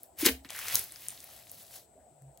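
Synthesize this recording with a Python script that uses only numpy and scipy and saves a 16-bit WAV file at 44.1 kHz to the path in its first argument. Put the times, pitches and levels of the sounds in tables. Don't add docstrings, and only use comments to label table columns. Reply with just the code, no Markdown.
import sys
import numpy as np
from scipy import signal
from scipy.fft import rfft, irfft
from scipy.io import wavfile

SR = 44100
rng = np.random.default_rng(int(sys.argv[2]) if len(sys.argv) > 2 else 0)


def transcribe(u):
    v = np.clip(np.atleast_2d(u).T, -1, 1)
    q = np.round(v * 32767).astype(np.int16)
    wavfile.write(sys.argv[1], SR, q)


def gain_from_db(level_db):
    decades = np.asarray(level_db, float) / 20
    return 10 ** decades


N = 105840


def rms_one(x):
    return x / np.sqrt(np.mean(x ** 2) + 1e-20)


def at_hz(points, hz):
    point_hz, point_db = np.transpose(points)
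    return np.interp(np.log(hz), np.log(point_hz), point_db)


def band_pass(x, order, edges_hz):
    return signal.sosfilt(signal.butter(order, edges_hz, "band", fs=SR, output="sos"), x)


def drift(rate_hz):
    r = np.exp(-2 * np.pi * rate_hz * 10 / SR)
    slow = signal.lfilter([1], [1, -2 * r, r * r], rng.standard_normal(N // 10 + 4002))
    slow = rms_one(slow[4000:])
    return np.interp(np.arange(N) / 10, np.arange(len(slow)), slow)


def ring(clicks, hz, t60):
    r = gain_from_db(-60 / (t60 * SR))
    w = 2 * np.pi * min(hz, SR / 2.2) / SR
    return signal.lfilter([np.sin(w)], [1, -2 * r * np.cos(w), r * r], clicks + 1e-18)


def place(x, lag, pan_db):
    turn = np.exp(-1j * np.pi * lag * np.arange(len(x) // 2 + 1) / len(x))
    both = irfft(rfft(x) * np.array([1 / turn, turn]), len(x))
    return both * gain_from_db(np.array([[pan_db / 2], [-pan_db / 2]]))


def banded(spectrum, low_hz, count, patchy_db):
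    # (frequency [Hz], correlation [0-1])
    likeness = [(60, 0.55), (290, 0.85), (700, 0.4), (2000, 0.3), (9000, .3), (12000, 1)]
    edges = low_hz * 2 ** (np.arange(count + 1) / 3)
    white = rng.standard_normal((2, 2, N))
    out = 0
    for k, (low, high) in enumerate(zip(edges, edges[1:])):
        mid, side = band_pass(white[k % 2], 2, [low, high])
        hz = np.sqrt(low * high)
        alike = np.clip(at_hz(likeness, hz), -1, 1)
        stereo = np.sqrt(1 + alike) * mid + np.sqrt(1 - alike) * side * [[1], [-1]]
        out = out + gain_from_db(at_hz(spectrum, hz) + patchy_db * drift(15.0)) * stereo
    return rms_one(out)


def room_tone():
    # (frequency [Hz], level [dB per Hz])
    murmur = [(35, -28), (65, -6.5), (160, -14), (300, -12.5), (480, -14.5), (690, -4.5), (1000, -27.5),
              (2000, -27.5)]
    # (frequency [Hz], level [dB per Hz])
    air = [(2000, -1), (5500, -2), (10000, -0.5), (13000, -4.5), (15500, -4)]
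    low_part = gain_from_db(-61.5) * banded(murmur, 30.37, count=18, patchy_db=-3.0)
    return low_part + gain_from_db(-74) * banded(air, 2000, count=9, patchy_db=-0.5)


def chirr():
    center_hz, width_hz, level_db, pan_db = 8000, 1000, -72, 16
    edges_hz = [center_hz - width_hz / 2, center_hz + width_hz / 2]
    hiss = band_pass(rng.standard_normal((2, N)), 1, edges_hz)
    hiss = rms_one(band_pass(hiss, 1, edges_hz))
    return hiss * gain_from_db(level_db + np.array([[pan_db / 2], [-pan_db / 2]]))


def fizz():
    # (time [s], level [dB], low body [dB])
    press = [
        (0, -62, -29),
        (0.045, -62.5, -35),
        (0.099, -83, -17),
    ]
    # (time [s], level [dB], low body [dB])
    pull_out = [
        (.155, -76, -9),
        (.19, -38, -13),
        (.217, -29, -13),
        (.238, -36, -4),
        (.263, -15.5, -6),
        (.273, -27, 0),
        (.293, -29.5, -1),
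        (.31, -45, -6),
        (.42, -78, -12),
    ]
    # (time [s], level [dB], low body [dB])
    stretch = [(0.446, -59, -21), (0.452, -54, 3.5), (0.483, -65.5, 0), (0.501, -53, 2), (0.539, -43.5, -6),
               (0.58, -40, -6), (0.658, -40.5, -4.5), (0.77, -30, -14), (0.888, -51, -14),
               (1.06, -48.5, -12.5), (1.1, -49.5, -11.5), (1.18, -50.5, -14), (1.37, -51.5, -12.5),
               (1.43, -56, -10), (1.601, -48.5, -41), (1.691, -55.5, -30), (1.758, -42.5, -36.5),
               (1.86, -69.5, -18)]
    # (frequency [Hz], level [dB])
    colour = [(800, -20.5), (1250, -16.5), (1900, 7), (3300, 5), (6500, 2.5), (9000, -6.5), (12000, 7.5),
              (15000, 4)]
    # (right lags by [samples], left over right [dB])
    spots = [(.2, -4), (.4, 3), (.5, -3), (.6, 5), (.3, -1)]
    table_hz = [50, 170]
    pockets_per_s, pocket_cycles, size_spread_db, clump_db = 26000, 10., 3.1, 1.1
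    dull_pivot_hz, patch_db, tilt = 3500, 2.5, .7
    table_db, table_follows = -38, .6

    s, level_db, dull_db = np.transpose(press + pull_out + stretch)
    t = np.arange(N) / SR
    level_db = np.interp(t, s, level_db, right=-110)
    dull_db = np.interp(t, s, dull_db)
    pitches = np.geomspace(800, 15700, 24)
    pitch_odds = pitches ** .6 / np.sum(pitches ** .6)
    clump = gain_from_db(clump_db * (drift(36) + drift(220)))
    dull, bright = 0, 0
    for lag, pan_db in spots:
        sizes = gain_from_db(size_spread_db * np.minimum(rng.exponential(1, N), 5)) * rng.choice([-1, 1], N)
        bursts = (rng.random(N) < pockets_per_s / len(spots) * clump / SR) * sizes
        dealt = rng.choice(len(pitches), N, p=pitch_odds)
        patches = [drift(8), drift(15), drift(25)]
        low_rings, high_rings = np.zeros(N), np.zeros(N)
        for k, hz in enumerate(pitches):
            gain = gain_from_db(at_hz(colour, hz) + patch_db * patches[k % len(patches)]) * hz ** tilt
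            ringing = gain * ring(bursts * (dealt == k), hz, pocket_cycles / hz)
            if hz < dull_pivot_hz:
                low_rings += ringing
            else:
                high_rings += ringing
        dull = dull + place(low_rings, lag, pan_db)
        bright = bright + place(high_rings, lag, pan_db)
    rumble = rms_one(band_pass(rng.standard_normal(N), 2, table_hz))
    table = gain_from_db(table_db + table_follows * level_db + 2 * drift(13)) * rumble
    out = gain_from_db(level_db) * (gain_from_db(dull_db) * rms_one(dull) + rms_one(bright))
    steep = signal.cheby2(16, 40, [350, 16150], "band", fs=SR, output="sos")
    return signal.sosfilt(steep, out) + table


def snaps():
    # (time [s], peak [dB], low edge [Hz], high edge [Hz])
    pocket_snaps = [(0.033, -30, 11000, 15500), (0.2541, -12, 5800, 12000), (0.2585, -10, 4700, 14300),
                    (0.2622, -6, 4500, 14900), (0.2641, -8, 2000, 5700), (0.4485, -35, 1100, 4500),
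                    (0.4902, -35, 4200, 7200), (0.4973, -34, 1900, 3200), (0.5, -34, 3700, 11900),
                    (0.5048, -22, 2200, 12100), (0.5318, -31, 4500, 9200), (0.5638, -29, 6500, 14400),
                    (0.5906, -24, 3800, 14800), (0.684, -21, 1300, 14600), (0.6886, -25, 6900, 14000),
                    (0.746, -14, 13000, 15500), (0.7553, -4, 5200, 14500), (0.7937, -17, 10700, 15100),
                    (0.9221, -30, 9500, 13000), (0.9599, -37, 4400, 6500), (1.066, -38, 1500, 6500),
                    (1.0851, -16, 7000, 10900), (1.096, -39, 2700, 3600), (1.1055, -30, 5000, 9900),
                    (1.2041, -34, 4700, 9500), (1.2425, -33, 11800, 15000), (1.4969, -39, 6500, 8200),
                    (1.5159, -30, 11700, 15100), (2.2212, -49, 7500, 13900), (2.3749, -40, 4400, 15000),
                    (.1883, -32, 13000, 15500), (.1973, -28, 12500, 15500), (.2155, -24, 6000, 10000),
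             (.2478, -19, 5000, 9000), (.2675, -12, 6000, 14000), (.2725, -15, 2500, 4500),
             (.2895, -21, 1500, 4500), (.5048, -38, 800, 1200), (.5512, -36, 1700, 2300),
             (.5635, -34, 1300, 1900), (.571, -33, 1600, 2200), (.583, -33, 1700, 3200),
             (.5906, -28, 1300, 2000), (.6166, -33, 2300, 3600), (.656, -33, 900, 1700),
             (.664, -33, 1600, 2600), (.7, -25, 1200, 4300), (.7005, -27, 6500, 11500),
             (.7135, -31, 1400, 2300), (.728, -30, 2400, 3200), (.7465, -30, 800, 1700),
             (.7558, -24, 3600, 5000), (.7568, -17, 11000, 15500), (.84, -31, 10000, 15500),
             (.9088, -45, 3400, 4100), (.922, -45, 1100, 2000), (.9605, -42, 1100, 3300),
             (1.0425, -43, 2400, 3000), (1.0855, -41, 1300, 3500), (1.128, -45, 800, 1200),
             (1.1767, -40, 3000, 5500), (1.2401, -46, 1800, 3800), (1.275, -42, 2200, 6000),
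             (1.292, -45, 800, 1200), (1.302, -44, 3300, 7000), (1.378, -40, 4000, 12000),
             (1.4366, -48, 4000, 5200), (1.4705, -42, 1300, 4000), (1.5344, -47, 3600, 7000),
             (1.709, -48, 1000, 1900), (1.741, -44, 1500, 5000), (2.008, -62, 1100, 1900),
             (2.222, -60, 1000, 1900), (2.377, -57, 1100, 3000)]
    decay_s, edge, lag, pan_db, trim_db, db_per_oct = .0007, 3.5, .5, 0, 1, 2.2
    pops = pocket_snaps
    out, t = np.zeros((2, N + 512)), np.arange(512) / SR
    for (s, db, low, high), noise in zip(pops, rng.standard_normal((len(pops), 512))):
        spit = noise * np.exp(-t / decay_s) + edge * (t == 0)
        pop = band_pass(np.roll(spit, 16), 3, [low * .9, high * 1.05])
        start = int(s * SR) - abs(pop).argmax()
        gain = gain_from_db(db + trim_db + db_per_oct * np.log2(high / 4000))
        pop = gain * pop / abs(pop).max()
        out[:, start:start + 512] += place(pop, lag, pan_db + 1.5 * noise[-1])
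    return out[:, :N]


def gulps():
    # (time [s], peak [dB], pitch [Hz], rise [s], ring t60 [s])
    hollows = [(0.225, -22, 315, 0.0089, 0.065), (0.254, -20.5, 328.5, 0.0083, 0.024),
               (0.265, -15, 345.7, 0.0041, 0.021), (0.275, -29.5, 438, 0.0051, 0.15),
               (0.284, -32.5, 265, 0.0043, 0.25), (0.281, -40, 66.86, 0.048, 0.28),
               (0.299, -39.5, 600, 0.0059, 0.089), (0.45, -41.5, 265.7, 0.0041, 0.045),
               (.45, -54, 120, 0.0067, 0.059), (.66, -61, 80, 0.018, 0.27), (1.95, -54.5, 633, 0.021, 0.38),
               (1.948, -67, 252, 0.034, 0.13), (1.97, -63, 62.1, 0.04, 0.2),
               (2.031, -60, 676.4, 0.023, 0.28), (1.95, -56, 387.4, 0.0081, .15),
               (2.1, -60, 145, 0.023, .6), (2.191, -47, 137, 0.077, 0.19), (2.218, -59, 65, 0.066, 0.33),
               (2.29, -51.5, 648, 0.0067, 0.025)]
    out, t = np.zeros(N), np.arange(N) / SR
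    for s, db, hz, rise, t60 in hollows:
        u = np.maximum(t - s, 0)
        swell = np.sin(np.pi / 2 * np.minimum(u / rise, 1)) ** 2
        decay = gain_from_db(-60 * np.maximum(u - rise, 0) / t60)
        level = gain_from_db(db + min(30 * t60, 3.) * drift(hz / 8))
        cycles = hz * np.cumsum(1 + hz / 8000 * drift(hz / 8)) / SR
        out += level * swell * decay * np.sin(2 * np.pi * cycles)
    return out


def walls(x):
    t60_s, level_db, part_hz = 0.2, -9.5, 1500
    t = np.arange(SR // 2) / SR
    shared = rng.standard_normal(len(t))
    high_pass = signal.butter(1, part_hz, "high", fs=SR)
    apart = signal.lfilter(*high_pass, rng.standard_normal((2, len(t))))
    tail = (shared + 3.5 * apart) * gain_from_db(-60 * t / t60_s) * (t > .003)
    tail = signal.lfilter([1], [1, -.1], tail)
    tail = tail / np.sqrt(np.sum(tail ** 2) / 2)
    return gain_from_db(level_db) * signal.fftconvolve(x, tail, axes=1)[:, :N]


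def scene():
    mass = fizz() + snaps() + gulps()
    return mass + walls(mass) + room_tone() + chirr()


def top_cut(x):
    return signal.sosfilt(signal.butter(12, 16960, fs=SR, output="sos"), x)


def record(dry):
    turn_hz, turn_width_hz, null_hz, null_width_hz = 13300, 1000, 13400, 900
    shade_hz, shade_share = 5500, .35
    r, c = np.exp(-np.pi * turn_width_hz / SR), np.cos(2 * np.pi * turn_hz / SR)
    left = signal.lfilter([r * r, -2 * r * c, 1], [1, -2 * r * c, r * r], dry[0])
    right = dry[1] - shade_share * signal.lfilter(*signal.iirpeak(shade_hz, 1, SR), dry[1])
    both = np.array([left, right])
    mid = both.mean(axis=0)
    both = both - signal.lfilter(*signal.iirpeak(null_hz, null_hz / null_width_hz, SR), mid)
    both = signal.sosfilt(signal.butter(3, 50, "high", fs=SR, output="sos"), both)
    mix = 1.23 * np.tanh(both / 1.424)
    return top_cut(mix)


dry = scene()
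out = record(dry)
transcribe(out)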